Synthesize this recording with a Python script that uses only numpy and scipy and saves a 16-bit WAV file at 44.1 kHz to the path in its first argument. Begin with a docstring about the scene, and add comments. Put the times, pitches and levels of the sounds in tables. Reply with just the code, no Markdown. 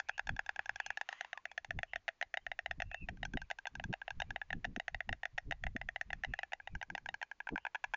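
"""Hollow, rapid bill clatter from two white storks on a high nest in open country.
Each clack rings the bill and the throat pouch; their pitches shift as the neck bends back and forth.
Wings push puffs of air on to the microphone, thin wheezy calls sound in between, feathers rustle.
Twigs and fields echo the clatter faintly over quiet air."""
import sys
import numpy as np
from scipy import signal
from scipy.fft import rfft, irfft, next_fast_len
from scipy.io import wavfile
from scipy.ndimage import uniform_filter1d

SR = 44100
rng = np.random.default_rng(int(sys.argv[2]) if len(sys.argv) > 2 else 0)


def generate_wav(sig):
    """Save sig (samples, or channels by samples) to the path in sys.argv[1] as 16-bit PCM at SR."""
    pcm = np.round(np.clip(np.atleast_2d(sig).T, -1, 1) * 32767).astype(np.int16)
    wavfile.write(sys.argv[1], SR, pcm)


N = 351036
TIME_S = np.arange(N) / SR
CONTROL_S = TIME_S[::32]


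def bill_clatter():
    """Two storks snap their bills. Neck back: bill rings low, pouch high; neck forward: the reverse."""
    # clacks: start_s, blow_db, ring_db, tick_db (ring and tick relative to the blow)
    slow_clacks = [(0.0004, 0, 7.5, -18.5), (0.094, 4.5, 5.5, -24.5), (0.1943, 4, 5.5, -28.5),
                   (0.2922, 4.5, 5.5, -27.5), (0.3923, 4, 6.5, -31), (0.4919, 3.5, 6, -30.5),
                   (0.5925, 4, 5.5, -31.5), (0.6936, 3, 7.5, -29.5), (0.8009, 3, 6.5, -27.5),
                   (0.9042, 1.5, 7.5, -27), (1.0126, 3.5, 4.0, -26.5), (1.1277, -2.5, 3.5, -25.5),
                   (1.2471, -5, -0.5, -28), (1.3752, -4.5, 4, -30.5), (1.5154, -9.5, -10, -22),
                   (1.6468, -5, -4, -22.5), (1.7891, 0.5, 1.5, -32.5), (1.9344, -1, 6, -34),
                   (2.0805, 4.0, 1.0, -28.5), (2.226, 5, 1.5, -29), (2.3724, 4.5, 2.5, -32),
                   (2.5163, 2.5, 3.5, -34.5), (2.6605, 4, 2, -33), (2.8021, 3, 1.0, -33),
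                   (2.9444, 1.5, 4, -34.5), (3.0874, 0.5, 4.5, -35.5), (3.2307, 3, 3.5, -29.5),
                   (3.3724, 3.5, 1, -36.5), (3.5122, 6, -1.5, -29), (3.6549, -0.5, -0.5, -45),
                   (3.798, 1.5, -7, -43.5), (3.938, 6.5, -8.5, -36.5), (4.0798, 4, -9.5, -41),
                   (4.2197, 6.5, -5, -34), (4.3609, 4.5, 1, -41.5), (4.5046, -1.5, 7.5, -37),
                   (4.6506, 4.5, 1.5, -29.5), (4.7989, 3.5, 2, -29), (4.9458, 1, 7, -29.5),
                   (5.0915, 4, 4, -32), (5.2332, 0.5, 7, -36), (5.3789, 1, 1, -31), (5.5226, 4.5, 2, -35),
                   (5.6671, 2.5, 3, -33.5), (5.8144, -1, 5.5, -37), (5.9605, 2.5, 5.5, -36.5),
                   (6.1041, -2, 4, -38), (6.2468, 3, 5, -31), (6.3901, 3, 4.5, -31), (6.5332, 5, 1.5, -32),
                   (6.6742, -0.5, 1, -36.5), (6.8141, -2, 3, -36), (6.9509, 4.0, 1.5, -27),
                   (7.0888, 2.5, 2.0, -29.5), (7.2152, -2, 5.5, -35), (7.4712, -4, 10.5, -38),
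                   (7.5582, -1.5, 12, -34), (7.6513, 2.5, 5, -39), (7.7474, 0.5, 7, -30.5),
                   (7.8404, 2.5, 5.5, -31.5), (7.9371, 4, 5.5, -32)]
    fast_clacks = [(0.087, -6.5, 8.5, -15), (0.1793, -4.5, 9, -16.5), (0.2714, -3.5, 8.0, -20),
                   (0.3647, -10, 11.5, -18.5), (0.4625, -10.0, 9, -16.5), (0.5608, -4.5, 8, -21.5),
                   (0.6585, -6, 9, -20.5), (0.7591, -4.5, 9, -17.5), (0.8627, -1.0, 5, -13.5),
                   (0.9732, 0, 9.5, -21.5), (1.0894, 2.5, 1.5, -24), (1.2096, 2, 1.5, -24),
                   (1.3306, 0, 0.5, -28), (1.4546, -1.5, 2.5, -24), (1.578, 1.5, 8, -21.5),
                   (1.7072, 2.5, 7.5, -27.5), (1.8316, 4.5, 3.5, -30.5), (1.9589, 3.5, 4, -29),
                   (2.0877, 5, 2.5, -31.5), (2.2129, 2, 7.5, -26), (2.341, 3.5, 5.5, -30.5),
                   (2.4658, -0.5, 7.5, -29.5), (2.5906, 2.5, 6, -27.5), (2.7111, 3.5, 5.5, -27),
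                   (2.8207, 5, 2, -26.5), (2.9145, -5.5, 3.0, -36), (3.0918, -3, -3.5, -29.5),
                   (3.172, -22.5, 7.5, -21), (3.2519, -0.5, 7.5, -18), (3.3361, -8.5, 13.5, -17.5),
                   (3.4169, -9.0, 13, -19.5), (3.5016, -2.5, 9.5, -20.5), (3.5869, -7.0, 11.0, -20),
                   (3.67, 1.5, 6.5, -21), (3.7534, -6, 10.5, -18), (3.8398, -3, 10.5, -20.5),
                   (3.9282, -3.5, 9.5, -23), (4.0161, -6, 12.5, -34), (4.1056, 0, 7, -22),
                   (4.2013, 3, 6.5, -23), (4.306, -2.5, 10.5, -22), (4.4158, -2.5, 11, -34.5),
                   (4.5291, 2.0, 8.0, -27.5), (4.6449, -1.0, 9.5, -28), (4.7626, 0.5, 1.5, -24.5),
                   (4.8811, 3, 3, -29), (5.0055, 0.5, 7.5, -35), (5.1279, 2, 4.5, -27), (5.2547, 2, 5, -26),
                   (5.3825, 2.5, 6.5, -26), (5.5107, 2, 5, -28.5), (5.6381, -0.5, 6.5, -24.5),
                   (5.7642, -2, 9.5, -25), (5.8884, -1, 10, -27.5), (6.012, -0.5, 11, -24.5),
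                   (6.1308, 1, 8.5, -25.5), (6.2362, -1.5, 11.5, -29), (6.3372, -0.5, 11, -30),
                   (6.4323, 2.5, 5.5, -32), (6.5211, -2, 1, -39), (6.6002, -11.5, 11.5, -42),
                   (6.7515, -6, 12, -23), (6.8274, -0.5, 6.5, -26), (6.9013, -3.0, 9, -27),
                   (6.9788, -2.5, 6.5, -26.5), (7.0599, -4, 10.5, -24.5), (7.1421, -1, 9, -23.5),
                   (7.2275, 2.5, 5.5, -25), (7.314, -6.0, 11.5, -29.5), (7.403, -2, 9, -36.5),
                   (7.4898, 4, -0.5, -37), (7.5783, 3.5, -1, -37), (7.6665, 3, 4.5, -40),
                   (7.7542, 4, 4.5, -38), (7.843, 5, 3, -33), (7.9429, 5.5, 4.5, -34)]
    # resonances by neck posture: time_s, bill_hz, pouch_hz, overtone_hz, bill_half_width_hz
    slow_posture = [(0, 1627, 797, 2545, 206), (.95, 1708, 833, 2520, 175), (1.14, 1810, 865, 2820, 165),
                    (1.379, 1760, 930, 2540, 130), (1.5, 2010, 830, 2530, 280),
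                    (1.85, 2020, 750, 2710, 170), (2.5, 1995, 737, 2950, 134),
                    (2.799, 1970, 723, 2680, 150), (2.959, 1795, 716, 2720, 140),
                    (3.48, 1960, 730, 2760, 145), (4.34, 1955, 745, 2840, 139),
                    (4.63, 1820, 748, 2740, 142), (4.82, 1960, 742, 2810, 113),
                    (5.24, 1825, 785, 2660, 115), (5.669, 2004, 745, 2720, 90), (6.25, 1980, 766, 2760, 90),
                    (7.21, 1864, 794, 2700, 107.7), (7.461, 1544, 870, 2490, 113)]
    fast_posture = [(.08, 1650, 837, 2660, 79.6), (0.849, 1636, 813, 2560, 68.5),
                    (1.09, 1825, 755, 2880, 110), (1.21, 1890, 738, 2930, 165),
                    (1.449, 1940, 712, 2650, 221), (1.589, 1760, 688, 2530, 113),
                    (2.1, 1880, 686, 2585, 133), (2.901, 1800, 725, 2610, 121),
                    (3.101, 1570, 790, 2390, 78.5), (3.45, 1586, 883, 2600, 68),
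                    (4.25, 1630, 870, 2730, 75.7), (4.639, 1786, 728, 2670, 138),
                    (4.92, 1934, 708, 2720, 135), (5.801, 1847, 693, 2600, 139),
                    (6.23, 1796, 740, 2610, 134), (6.52, 1740, 770, 2540, 70), (6.63, 1595, 875, 2200, 80),
                    (7.94, 1672, 920, 2455, 82.5)]
    # other bill modes; jaw, upper: ratio, half_width_hz; hollow (a notch): centre_hz, half_width_hz
    # ticks: pitch_hz, half_width_hz, level_db; pouch_width, overtone_width: half_width_hz
    slow_bill = dict(jaw=(0.87, 225),
                 jaw_db=-12.5, pouch_width=119.3, overtone_width=210, upper=(1.325, 137),
                 upper_db=6, hollow=(1186, 103), ticks=[(4450, 220, 2.5), (5030, 140, 6.5),
                 (5800, 530, -1.5), (6570, 450, 1)])
    fast_bill = dict(jaw=(0.87, 202), jaw_db=-3.5, pouch_width=97, overtone_width=290, upper=(1.326, 164),
                 upper_db=3.5, hollow=(1088, 167), ticks=[(4354, 220, 1), (5170, 72, 0.5), (5540, 240, 1),
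                 (6135, 220, 3.5), (6566, 340, -1.5)])
    lead_s = .00033
    out = np.zeros(N)
    birds = (slow_clacks, slow_posture, slow_bill), (fast_clacks, fast_posture, fast_bill)
    for clacks, posture, bill in birds:
        times_s, *tracks = np.transpose(posture)
        for start_s, blow_db, ring_db, tick_db in clacks:
            pose = [np.interp(start_s, times_s, track) for track in tracks]
            add(out, start_s - lead_s, gain_of(blow_db) * clack(bill, ring_db, tick_db, *pose))
    return out


def clack(bill, ring_db, tick_db, bill_hz, pouch_hz, overtone_hz, bill_half_width_hz):
    """One snap rings heavily damped modes of bill and pouch, never twice alike."""
    pouch_rest_hz, bill_rest_hz, pouch_db, overtone_db = 769, 1820, .5, -5.5
    pouch_hz *= 1 + .012 * rng.standard_normal()
    overtone_hz *= 1 + .025 * rng.standard_normal()
    jaw_db = bill["jaw_db"] + .0531 * (bill_hz - bill_rest_hz)  # louder with the neck forward
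    pouch_half_width_hz = bill["pouch_width"] * (pouch_hz / pouch_rest_hz) ** 2  # higher rings shorter
    upper_db = (overtone_db + tick_db) / 2 + bill["upper_db"]
    modes = [(bill_hz, bill_half_width_hz, ring_db),
             (pouch_hz, pouch_half_width_hz, pouch_db),
             (bill_hz * bill["jaw"][0], bill["jaw"][1], jaw_db),
             (overtone_hz, bill["overtone_width"], overtone_db),
             (overtone_hz * bill["upper"][0], bill["upper"][1], upper_db)]
    for pitch_hz, half_width_hz, level_db in bill["ticks"]:
        modes.append((pitch_hz, half_width_hz, tick_db + level_db + 2.5 * rng.standard_normal()))
    signed_hz = np.fft.fftfreq(2048, 1 / SR)
    hz = abs(signed_hz)
    body = np.sqrt(sum(gain_of(level_db) ** 2 / (1 + ((hz - pitch_hz) / half_width_hz) ** 2) ** 2
                       for pitch_hz, half_width_hz, level_db in modes))
    # pouch and jaw cancel between their pitches
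    notch_hz = bill["hollow"][0] + .55 * (pouch_hz - pouch_rest_hz)
    body *= 1 - .93 * np.exp(-((hz - notch_hz) / bill["hollow"][1]) ** 2)
    body /= np.hypot(1, (510 / (hz + 1)) ** 6)  # a small body radiates no bass
    return mandible_strike(body, signed_hz)


def mandible_strike(body, signed_hz, rebound=.42, typical_gap_s=.0006):
    """Strikes a body spectrum: light first touch, full blow, dying rebounds."""
    hz = abs(signed_hz)
    # the edges meet at several places a moment apart, combing the treble
    lags_s = rng.uniform([.0007, .0014], [.0013, .0026])
    comb = abs(1 + .6 * np.exp(-2j * np.pi * np.outer(hz, lags_s)).sum(1)) / 1.2
    combed = body * comb ** np.clip((hz - 1900) / 1700, 0, 1)
    minimum_phase = np.exp(np.conj(signal.hilbert(np.log(combed + 3e-4))))
    gap_s = typical_gap_s * np.exp(.15 * rng.standard_normal())
    delay = np.exp(-2j * np.pi * signed_hz * gap_s)
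    chatter = (delay - rebound) / (1 - rebound * delay)
    return np.fft.ifft(minimum_phase * chatter).real


def wing_gusts(wake_db=-23, wake_stretch=7):
    """Wing eddies rumble on the microphone; stronger air flutters higher, each gust's core thumps."""
    # gusts: peak_s, length_s, rumble_db, thump_db, thump_hz
    gusts = [(0.319, 0.072, -42, -52.5, 190), (0.593, 0.04, -67, -73, 380), (0.727, 0.1, -64.5, -86, 190),
             (0.889, 0.065, -64, -80, 183), (1.704, 0.03, -58, -56, 161), (1.771, 0.058, -44.5, -49.5, 178),
             (1.966, 0.07, -63, -78.5, 252), (2.27, 0.03, -70, -85, 190), (2.49, 0.11, -61, -80, 210),
             (2.718, 0.093, -54.5, -75, 209), (2.79, 0.023, -46, -54, 196), (2.87, 0.097, -48, -73, 131),
             (3.034, 0.036, -44.5, -48.5, 156), (3.12, 0.079, -49, -52, 190), (3.25, 0.13, -49, -53.5, 152),
             (3.353, 0.03, -39, -40, 247), (3.42, 0.047, -49, -66, 130), (3.79, 0.1, -56, -55.5, 161),
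             (3.857, 0.018, -43.5, -43.5, 158), (3.905, 0.03, -46, -39, 198),
             (4.188, 0.098, -47.5, -60, 142), (4.309, 0.085, -50, -58.5, 206),
             (4.559, 0.076, -45.5, -48, 181), (4.69, 0.093, -49.5, -53, 193),
             (4.776, 0.015, -47, -41.5, 232), (4.953, 0.045, -46.5, -65.5, 150),
             (5.112, 0.056, -43, -49, 184), (5.353, 0.045, -54, -80, 140), (5.491, 0.053, -42.5, -51, 210),
             (5.547, 0.034, -53, -70, 121), (5.67, 0.084, -40.5, -57, 146), (5.758, 0.01, -49, -36, 221),
             (5.845, 0.1, -49.5, -69, 160), (6.139, 0.13, -51.5, -60, 183), (6.3, 0.05, -44, -52, 192),
             (6.749, 0.049, -42.5, -54.5, 168), (6.927, 0.062, -58.5, -55.5, 228),
             (7.076, 0.13, -62.5, -66, 180), (7.535, 0.035, -48.5, -40.5, 297), (7.9, 0.082, -63, -82, 180)]
    # eddy spectra: frequency_hz, level_db
    rumble_spectrum = [(8, -1), (25, 5), (60, -0.5), (110, -7.5), (170, -25), (300, -46.5), (700, -82.5)]
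    flutter_spectrum = [(50, -17), (120, 11), (190, 1.5), (280, -15), (400, -32), (650, -48.5), (1500, -72)]
    # core spectrum: ratio_to_thump_hz, level_db
    thump_spectrum = [(.25, -20), (.6, -2.5), (1, -1), (1.5, -9), (2.3, -21), (4, -39.5), (10, -74)]
    power = 0
    for peak_s, length_s, rumble_db, _, _ in gusts:
        wake = gain_of(wake_db) * swell(peak_s, wake_stretch * length_s)
        power += (gain_of(rumble_db) * (swell(peak_s, length_s) + wake)) ** 2
    level_db = np.interp(TIME_S, CONTROL_S, 10 * np.log10(power + 1e-10))
    flutter_db = 1.3 * level_db  # grows faster than the rumble
    out = steadied(noise(rumble_spectrum), span_samples=2600) * gain_of(level_db)
    out += steadied(noise(flutter_spectrum), span_samples=2000) * gain_of(flutter_db)
    offset_s = TIME_S[:SR // 2] - .25
    for peak_s, length_s, _, thump_db, thump_hz in gusts:
        spectrum = [(thump_hz * ratio, db) for ratio, db in thump_spectrum]
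        core = steadied(noise(spectrum, len(offset_s)), span_samples=900)
        envelope = np.exp(-abs(2 * offset_s / length_s) ** 2.14)
        add(out, peak_s + offset_s[0], gain_of(thump_db - .5) * core * envelope)
    return out


def wheezes(arch_depth=.025):
    """Hoarse whistles: noise in one narrow resonance that glides and arches."""
    # calls: start_s, length_s, start_hz, end_hz, width_hz, level_db
    calls = [(0.045, 0.16, 2200, 2930, 380, -66.5), (0.759, 0.22, 2800, 2400, 450, -63),
             (1.084, 0.067, 1310, 1147, 200, -67.5), (1.1, 0.19, 1826, 2060, 235, -63.5),
             (1.07, 0.16, 6350, 6400, 500, -82), (1.11, .17, 2830, 3190, 605, -70),
             (1.325, 0.094, 1260, 967, 160, -66), (1.456, 0.092, 2460, 2300, 300, -71),
             (1.856, 0.15, 2700, 3100, 500, -71.5), (2.404, 0.043, 3060, 3080, 123, -81),
             (2.84, 0.084, 2610, 2720, 162, -74.5), (2.895, 0.11, 2500, 2710, 130, -56),
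             (2.993, 0.068, 2630, 2490, 150, -56), (3.351, 0.12, 3030, 2320, 302, -73),
             (4.252, 0.082, 2350, 2260, 150, -80.5), (6.254, 0.23, 2670, 2450, 326, -71),
             (6.581, 0.23, 2470, 2320, 220, -78), (7.206, 0.095, 2520, 2270, 181, -82),
             (7.58, 0.095, 2730, 2990, 300, -76)]
    out = np.zeros(N)
    for start_s, length_s, start_hz, end_hz, width_hz, level_db in calls:
        samples = int(length_s * SR)
        lowpass = signal.butter(3, width_hz / 2, fs=SR, output="sos")
        breath = signal.sosfilt(lowpass, rng.standard_normal((2, SR)))[:, -samples:]
        arch = 1 + arch_depth * np.sin(np.linspace(0, np.pi, samples))
        pitch_hz = np.linspace(start_hz, end_hz, samples) * arch
        carrier = np.exp(2j * np.pi * np.cumsum(pitch_hz) / SR)
        whistle = unit_rms(((breath[0] + 1j * breath[1]) * carrier).real)
        add(out, start_s, gain_of(level_db) * whistle * signal.windows.tukey(samples, .6))
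    return out


def feathers(fidget_db=-83.5):
    """Feathers slide over each other with a soft, uneven hiss, never quite still."""
    # rustles: peak_s, length_s, level_db
    rustles = [(0.042, .25, -87.5), (0.711, 0.76, -74), (1.125, 0.058, -60.5), (1.225, 0.2, -69),
               (4.103, 1.2, -84.5), (6.286, .4, -82.5), (7.925, 0.35, -82)]
    # friction spectrum: frequency_hz, level_db
    spectrum = [(200, -33), (600, -11.5), (1050, 1), (1500, -3), (2000, -1), (2400, -1.5), (2900, -5.5),
                (4500, -15), (5700, -18.5), (6500, -16), (8000, -31.5)]
    scrape_db = unit_rms(uniform_filter1d(rng.standard_normal(N), size=900))
    hiss = unit_rms(noise(spectrum) * gain_of(scrape_db))
    brushing = sum(gain_of(level_db) * swell(peak_s, length_s) for peak_s, length_s, level_db in rustles)
    return hiss * np.interp(TIME_S, CONTROL_S, gain_of(fidget_db) + brushing)


def echo(sound, spectrum, t60_s, start_s):
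    """Diffuse scatter: a dying noise tail that fades in from start_s."""
    time_s = TIME_S[:SR // 2]
    onset = np.clip(time_s / start_s - 1, 0, 1)
    tail = noise(spectrum, len(time_s)) * gain_of(-60 * time_s / t60_s) * onset
    return signal.fftconvolve(sound, tail / np.linalg.norm(tail))[:N]


def nest_echoes(sound):
    """Nearby twigs scatter briefly; the fields answer longer and fainter."""
    # echo spectra: frequency_hz, level_db
    twig_spectrum = [(400, -8), (730, 4), (1150, -4), (1800, -2), (3700, -4), (6000, 1), (9000, -2)]
    field_spectrum = [(400, -3), (800, -2.7), (1900, -2.5), (4000, -10.5), (9000, -1)]
    twigs = echo(sound, twig_spectrum, t60_s=.06, start_s=.0025)
    fields = echo(sound, field_spectrum, t60_s=.45, start_s=.01)
    return gain_of(-20.5) * twigs + gain_of(-38.5) * fields


def quiet_air(level_db=-80.5):
    """Steady hush of open country."""
    return gain_of(level_db) * noise([(20, 12.5), (100, 4.5), (350, 2.5), (750, 2), (1200, -7.5),
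                                      (1900, -12), (3000, -9.5), (4200, -7), (7000, -11), (9000, -25)])


def noise(spectrum, samples=N):
    """Noise of rms 1, shaped by points: frequency_hz, level_db."""
    hz, db = np.transpose(spectrum)
    padded = next_fast_len(samples, real=True)
    colour_db = np.interp(np.log(np.fft.rfftfreq(padded, 1 / SR) + 1), np.log(hz), db)
    return unit_rms(irfft(rfft(rng.standard_normal(padded)) * gain_of(colour_db), padded)[:samples])


def swell(peak_s, length_s):
    """Control-rate envelope: rises to 1 at peak_s, then falls."""
    return np.exp(-abs(2 * (CONTROL_S - peak_s) / length_s) ** 1.5)


def steadied(x, span_samples):
    """Divides by the running rms."""
    return x / np.sqrt(abs(uniform_filter1d(x ** 2, span_samples)) + 1e-9)


def unit_rms(x):
    """Scales to rms 1."""
    return x / np.sqrt(np.mean(x ** 2) + 1e-20)


def gain_of(db):
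    """Decibels to amplitude."""
    return 10 ** (np.asarray(db) / 20)


def add(mix, start_s, sound):
    """Mixes a sound in at start_s."""
    part = mix[max(round(start_s * SR), 0):][:len(sound)]
    part += sound[:len(part)]


def scene():
    """Both storks, their echoes and the air, in mono."""
    clatter = bill_clatter()
    return (clatter + nest_echoes(clatter) + wing_gusts() + wheezes() + feathers() + quiet_air())[None]


def record(dry):
    """Narrow microphone band: a steep low-pass."""
    cutoff_hz = 7450
    lowpass = signal.firwin(161, cutoff_hz, window=("kaiser", 7), fs=SR)
    return signal.oaconvolve(dry, lowpass[None], "same")


dry = scene()
out = record(dry)
generate_wav(out)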